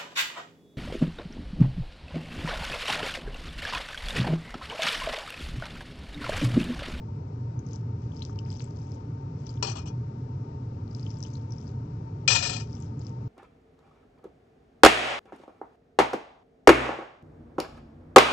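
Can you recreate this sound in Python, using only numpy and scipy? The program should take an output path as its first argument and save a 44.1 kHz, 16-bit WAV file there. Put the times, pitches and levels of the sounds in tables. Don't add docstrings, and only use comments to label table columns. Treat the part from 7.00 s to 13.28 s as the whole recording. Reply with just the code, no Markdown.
import sys
import numpy as np
from scipy import signal
from scipy.fft import rfft, irfft, next_fast_len
from scipy.io import wavfile
from scipy.ndimage import uniform_filter1d

SR = 44100
rng = np.random.default_rng(int(sys.argv[2]) if len(sys.argv) > 2 else 0)


def decibels_to_gain(level_db):
    exponent = np.asarray(level_db, float) / 20
    return 10 ** exponent


def master_out(mix):
    frames = np.transpose(np.atleast_2d(mix))
    ceiling = np.clip(frames, -1, 1)
    pcm = np.round(ceiling * 32767).astype(np.int16)
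    wavfile.write(sys.argv[1], SR, pcm)


N = 276948


def evened(x):
    return x / np.sqrt(np.mean(x ** 2) + 1e-20)


def read(points, hz):
    f, value = np.transpose(points)
    return np.interp(np.log(hz + 1), np.log(f + 1), value)


def add(mix, start_s, sound):
    part = mix[round(start_s * SR):][:len(sound)]
    part += sound[:len(part)]


def colour(x, points):
    size = 4096
    db = np.maximum(read(points, abs(np.fft.fftfreq(size, 1 / SR))), -90)
    log_gain = np.log(decibels_to_gain(db))
    taps = np.fft.ifft(np.exp(log_gain - 1j * signal.hilbert(log_gain).imag)).real[:size // 2]
    return signal.oaconvolve(x, taps)[:len(x)]


def resonate(x, hz, width_hz):
    pole = np.exp((2j * hz - max(width_hz, 1)) * np.pi / SR)
    return 2 * signal.lfilter([1 - abs(pole)], [1, -pole], x).real


def contact_forces(t, s, peak_db, chatter_s, flat_db):
    rebound_rise_s, first_rise_s = 0.0025, 0.0002
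    first_chatter = 0.65
    duller_db_per_db = 0.1055
    rebound = s > s[0]
    since = np.maximum(t - s, 0)
    ticks = rng.standard_normal(since.shape) * (0.5 + 0.5 * rng.exponential(1, since.shape))
    rise = 1 - np.exp(-since / (rebound_rise_s * rebound + first_rise_s))
    decay = np.exp(-since / (chatter_s * np.where(rebound, 1, first_chatter)))
    force = decibels_to_gain(peak_db) * ticks * rise * decay
    treble = signal.sosfilt(signal.butter(2, 1600, "high", fs=SR, output="sos"), force)
    bass_db = flat_db + duller_db_per_db * (peak_db[0] - peak_db)
    return treble + decibels_to_gain(bass_db) * (force - treble)


def small_modes(force, t60_s):
    t = np.arange(SR // 4) / SR
    thicket = rng.standard_normal((len(force), len(t))) * decibels_to_gain(-60 * t / t60_s)
    thicket /= np.linalg.norm(thicket[0])
    tail = signal.fftconvolve(force, thicket, axes=1).sum(0)[:force.shape[1]]
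    return force.sum(0) + 1.54 * tail


def ladle(contacts, modes, body, modes_db, body_db, ring, spread_db, flat_db, chatter_s, thicket_t60_s):
    neighbour_db, narrowest_hz = -7, 11
    s, peak_db = np.array(contacts).T[..., None]
    t = s[0] + np.arange(round((s[-1, 0] - s[0, 0]) * SR) + SR // 2) / SR
    force = contact_forces(t, s, peak_db, chatter_s, flat_db)
    out = decibels_to_gain(body_db) * colour(small_modes(force, thicket_t60_s), body)
    luck = decibels_to_gain(spread_db * rng.standard_normal((len(s), len(modes), 3)))
    luck /= np.sqrt(np.average(luck ** 2, axis=0, weights=decibels_to_gain(2 * peak_db[:, 0])))
    for k, (hz, width_hz, db) in enumerate(modes):
        damped_hz = max(width_hz * ring, narrowest_hz)
        for side in range(3):
            offset = side - 1
            drive = luck[:, k, side] @ force
            gain = decibels_to_gain(db + modes_db + neighbour_db * abs(offset))
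            out += gain * resonate(drive, hz + offset * width_hz * 0.48, damped_hz)
    return s[0, 0], out


def ladle_dip():
    # [t/s, peak level/dB]
    contacts = [(2.6255, -16.5), (2.6407, -25), (2.645, -29.5), (2.6669, -21.5), (2.6802, -29.5),
                (2.6914, -29), (2.6987, -35), (2.7123, -33), (2.735, -42.5), (2.7536, -31), (2.7656, -30.5),
                (2.7804, -35.5), (2.7897, -44), (2.815, -47), (2.856, -38), (2.871, -39)]
    # [f/Hz, width/Hz, level/dB]
    modes = [(810, 17, -3), (940, 43, -2), (1170, 150, -3.5), (1760, 200, -14.5), (2620, 86, -1.5),
             (2880, 50, 0), (3020, 81, -6), (3400, 24, -12), (3630, 160, -16.5), (4000, 20, -8.5),
             (4250, 89, 1), (4560, 34, -1.5), (5100, 72, -3.5), (5360, 61, -5.5), (5570, 61, -9),
             (5570, 51, 1.5), (5910, 100, -0.5), (6300, 36, -9), (7500, 45, -10.5), (7450, 74, -16),
             (2450, 3.3, -0.5), (3310, 10, 2)]
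    # [f/Hz, density/dB per Hz]
    body = [(210, -37), (350, -4), (406, -3.5), (523, -8), (859, -8), (918, -8), (1250, -7), (2080, -24),
            (2440, -33), (3950, -25), (5380, -11), (7830, -39.5), (8600, -34), (11200, -73), (18900, -120)]
    return ladle(contacts, modes, body, modes_db=1.5, body_db=4, ring=0.77, spread_db=4.5,
                 flat_db=-3.5, chatter_s=0.011, thicket_t60_s=0.14)


def ladle_drop():
    # [t/s, peak level/dB]
    contacts = [(5.2772, -6.5), (5.2833, -15.5), (5.301, -9), (5.3131, -11), (5.3214, -13), (5.3457, -8.5),
                (5.358, -14.5), (5.3797, -17.5), (5.4003, -21.5), (5.4221, -15), (5.4364, -17),
                (5.451, -20), (5.4651, -19.5), (5.492, -19), (5.513, -26), (5.5298, -23), (5.54, -43.5),
                (5.559, -26.5), (5.5762, -38.5), (5.595, -32.5), (5.6078, -41)]
    # [f/Hz, width/Hz, level/dB]
    modes = [(438, 13, -12.5), (544, 27, -12.5), (774, 10, -12), (939, 25, -8.5), (1320, 42, -19.5),
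             (1810, 100, -11), (2455, 34, 0.5), (2890, 85, -7.5), (3200, 15, -7), (3520, 70, -19),
             (3780, 23, -22.5), (3910, 26, -20.5), (4100, 29, -6), (4200, 31, -6), (4480, 140, -17),
             (5034, 94, -2.5), (6000, 30, -13), (5730, 30, 0.5), (6030, 51, -6), (6580, 130, -24),
             (7000, 210, -27), (7590, 55, -8.5), (8180, 20, -25), (2500, 50, -10), (737, 18, -10.5),
             (1367, 95, -13.5)]
    # [f/Hz, density/dB per Hz]
    body = [(210, -75.5), (350, -21), (406, -10.5), (684, -10), (931, -10.5), (1550, -16), (1820, -12),
            (2050, -26), (2470, -7), (2680, -11), (5100, -3.5), (7730, -10), (8600, -38), (11200, -71.5),
            (18900, -120)]
    return ladle(contacts, modes, body, modes_db=8, body_db=-5, ring=0.47, spread_db=-0.5,
                 flat_db=-2, chatter_s=0.013, thicket_t60_s=0.11)


def smack(db, hz, cycles, glide, snap_db):
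    t = np.arange(600) / SR
    u = t * hz / max(cycles, 1)
    envelope = np.minimum(u * 4, 1) * np.exp(-1.5 * u - 0.66 * u ** 2)
    ring = np.sin(2 * np.pi * hz * t * (1 + glide * (u - 0.6))) * envelope
    snap = decibels_to_gain(snap_db) * rng.standard_normal(len(t)) * np.exp(-t / 0.00045)
    return decibels_to_gain(db + 6.5) * (ring + snap - uniform_filter1d(snap, size=16))


def crackle():
    # [f/Hz, level/dB]
    grains = [(2300, -13), (3100, -6.5), (4000, -23), (4800, 0.5), (5600, 1.5), (6500, -4.5), (7600, -12)]
    pops_per_s, spread_db = 2000, 4
    size = decibels_to_gain(spread_db * np.minimum(rng.exponential(1, N), 4))
    size *= rng.random(N) < pops_per_s / SR
    pocket = rng.integers(0, len(grains), N)
    pops = np.zeros(N)
    for k, (hz, db) in enumerate(grains):
        grain = smack(db, hz, cycles=8.4, glide=0.22, snap_db=-4)
        pops += signal.oaconvolve(size * (pocket == k), grain)[:N]
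    return evened(pops)


def rice():
    # [t/s, peak level/dB, f/Hz, ring/ms]
    smacks = [(0.592, -47.5, 6210, 1.8), (0.665, -51, 6130, 2.6), (0.733, -40, 6120, 1.1),
              (0.7525, -48, 5520, 1.4), (0.759, -40, 5250, 0.52), (1.1188, -54, 3200, 3),
              (1.167, -46, 4900, 1.5), (1.1733, -48, 5070, 2.2), (1.1923, -53, 5600, 2.23),
              (1.2202, -40.5, 3160, 2.4), (1.221, -37.5, 3940, 4.7), (1.226, -47, 5840, 1.2),
              (1.2511, -34.5, 5240, 0.76), (1.296, -43, 1160, 2.5), (1.2995, -58, 5600, 1.9),
              (1.3594, -52, 4750, .9), (1.39, -38.5, 5160, 1.1), (1.388, -42.5, 2870, 4.1),
              (1.4512, -53, 4900, 2.3), (1.4607, -48.5, 2090, 0.95), (1.484, -53, 1660, 1.6),
              (1.5028, -41.5, 4930, 2.4), (1.518, -51.5, 3150, 2.9), (1.519, -49, 7600, 1.4),
              (1.5285, -45, 4550, 0.71), (1.573, -49, 5730, 1.9), (1.5963, -43, 4250, 2.27),
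              (1.6053, -38.5, 2620, 0.7), (1.6178, -46, 5400, 1.3), (1.6432, -43, 7430, 1.4),
              (1.7887, -54, 5200, 1.8), (1.9189, -46.5, 5100, 1.3), (2.4673, -39, 5600, 1.6),
              (2.472, -46.5, 3500, 0.7), (2.492, -42, 4700, 4.1), (2.506, -52, 6800, 1.4),
              (2.573, -54, 3420, 2.1), (3.8788, -50.5, 4400, 0.61), (3.9123, -53, 4810, 2.8),
              (3.949, -38.5, 5000, 1.4), (3.996, -45.5, 4500, 1.3), (4.0289, -46.5, 4900, 2.9),
              (4.0654, -44, 3040, 2.8), (4.1043, -44, 5500, 1.3), (4.1077, -45.5, 5160, 2.1),
              (4.169, -55, 5260, 2.1), (4.1876, -50, 7590, 1.3), (4.2046, -42.5, 5800, 1),
              (4.227, -34, 5480, 2.4), (4.237, -37, 5700, 1.3), (4.2507, -49, 2930, 3.7),
              (4.2639, -47, 5910, 1.3), (4.3382, -48.5, 6200, 1.7), (4.354, -45, 4200, 2.6),
              (4.3706, -50, 5560, 0.98), (4.522, -41.5, 5530, 2.4), (4.5822, -48.5, 5460, 3.2),
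              (4.6136, -50.5, 5600, 1.4), (4.6695, -53, 4760, 2.5), (4.678, -51, 5460, 1.5),
              (4.5066, -51, 5800, 3.2), (4.692, -53, 4500, 1.1), (5.7017, -54, 5100, 2.1),
            (5.7292, -45.5, 5430, 2.6), (5.7517, -45, 5570, 2.6), (5.8025, -50, 7440, 2),
            (5.824, -44.5, 6300, 0.99), (5.9938, -50, 6700, 1), (6.015, -49, 4800, 2.2),
            (6.048, -51, 5380, 1.9), (6.0678, -40.5, 5000, 1.2)]
    # [t/s, length/s, crackle level/dB]
    strokes = [(0.628, 0.2, -65), (0.987, .1, -64), (1.063, 0.3, -65.5), (1.423, 0.3, -62),
               (1.654, 0.39, -67.5), (2.34, 0.31, -66.5), (3.872, 0.57, -65.5), (4.36, 0.2, -78),
               (4.467, 0.3, -68.5), (5.62, 0.3, -63), (5.945, 0.22, -67.5)]
    fizz_db, fizz_s = -28.5, 0.02
    press_s, lift_s = 0.095, 0.086
    out, level, t = np.zeros(N), np.zeros(N), np.arange(N) / SR
    for s, db, hz, ms in smacks:
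        snap_db = -17 + 0.6 * (db + 43.5)
        add(out, s, smack(db, hz, hz * ms / 1000, 0.067, snap_db))
        add(level, s, decibels_to_gain(db + fizz_db) * np.exp(-t[:SR // 4] / fizz_s))
    for s, length_s, db in strokes:
        swell = np.minimum((t - s) / press_s, (s + length_s - t) / lift_s)
        level += decibels_to_gain(db) * np.clip(swell, 0, 1)
    return out + level * crackle()


def room(x, t60_s, wet_db):
    taps = np.zeros(SR // 2)
    at = np.arange(60, SR // 2 - 20, 20)
    at = at + rng.integers(0, 20, len(at))
    taps[at] = rng.choice([-1., 1.], len(at)) * decibels_to_gain(-60 * at / SR / t60_s)
    return x + decibels_to_gain(wet_db) * signal.oaconvolve(x, taps / np.linalg.norm(taps))[:N]


def steady(points, db):
    size = next_fast_len(N)
    gain = decibels_to_gain(read(points, np.fft.rfftfreq(size, 1 / SR)))
    noise = irfft(rfft(rng.standard_normal(size)) * gain, size)[:N]
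    return decibels_to_gain(db) * evened(noise)


def fan():
    # [f/Hz, density/dB per Hz]
    rumble = [(14, -34), (29, -22), (39, -34), (60, -13.5), (83, -7.5), (112, 1.5), (128, -2.5),
              (165, -7.5), (182, -21), (205, -13.5), (290, -16.5), (340, -24.5), (420, -20.5), (500, -30.5),
              (600, -43.5), (800, -91.5)]
    # [f/Hz, density/dB per Hz]
    air = [(290, -30.5), (500, -3), (518, -6), (570, -4.5), (706, -9.5), (865, -7), (929, -1.5),
           (1030, -14), (1250, -10.5), (1740, -21.5), (2410, -23), (3320, -31), (5540, -25), (7630, -41.5),
           (8600, -60.5), (11200, -90), (18900, -120)]
    # [f/Hz, width/Hz, level/dB]
    tones = [(27.8, 2.9, -67), (120.3, 3.4, -44), (131.5, 24, -54.5), (296.5, 8.1, -60.5), (903.4, 20, -65),
             (1240, 240, -78)]
    out = steady(rumble, -35) + steady(air, -59.5)
    for hz, width, db in tones:
        bell = [(hz - 3 * width, -70), (hz - width / 2, -4), (hz, 0),
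                (hz + width / 2, -4), (hz + 3 * width, -70)]
        out += steady(bell, db)
    return out


def scene():
    steel = np.zeros(N)
    add(steel, *ladle_dip())
    add(steel, *ladle_drop())
    mono = room(steel, t60_s=0.078, wet_db=-13) + room(rice(), t60_s=0.083, wet_db=-11) + fan()
    return np.tile(mono, (2, 1))


def widen(mono):
    # [f/Hz, signed gain]
    right_gain = [(300, 1), (390, .9), (470, .47), (545, 0), (630, -.4), (770, -.5), (960, -.33), (1080, 0),
                  (1180, .03), (1320, .24), (1460, 0), (1770, 0), (1830, -.045), (2330, -.03), (2450, .025),
                  (2760, 0)]
    size = next_fast_len(len(mono))
    right = read(right_gain, np.fft.rfftfreq(size, 1 / SR))
    left = 2 * rfft(mono, size) / (1 + right)
    return irfft(np.array([left, left * right]), size)[:, :len(mono)]


def top_cut(x):
    return signal.sosfilt(signal.butter(12, 8910, fs=SR, output="sos"), x)


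def record(dry):
    pad = 2048
    longer = np.pad(dry[0], pad, "reflect", reflect_type="odd")
    low_pass = signal.firwin(201, 8080, window=("kaiser", 9), fs=SR)
    mono = signal.oaconvolve(longer, low_pass, "same")
    return top_cut(widen(mono)[:, pad:N + pad])


dry = scene()
out = record(dry)
master_out(out)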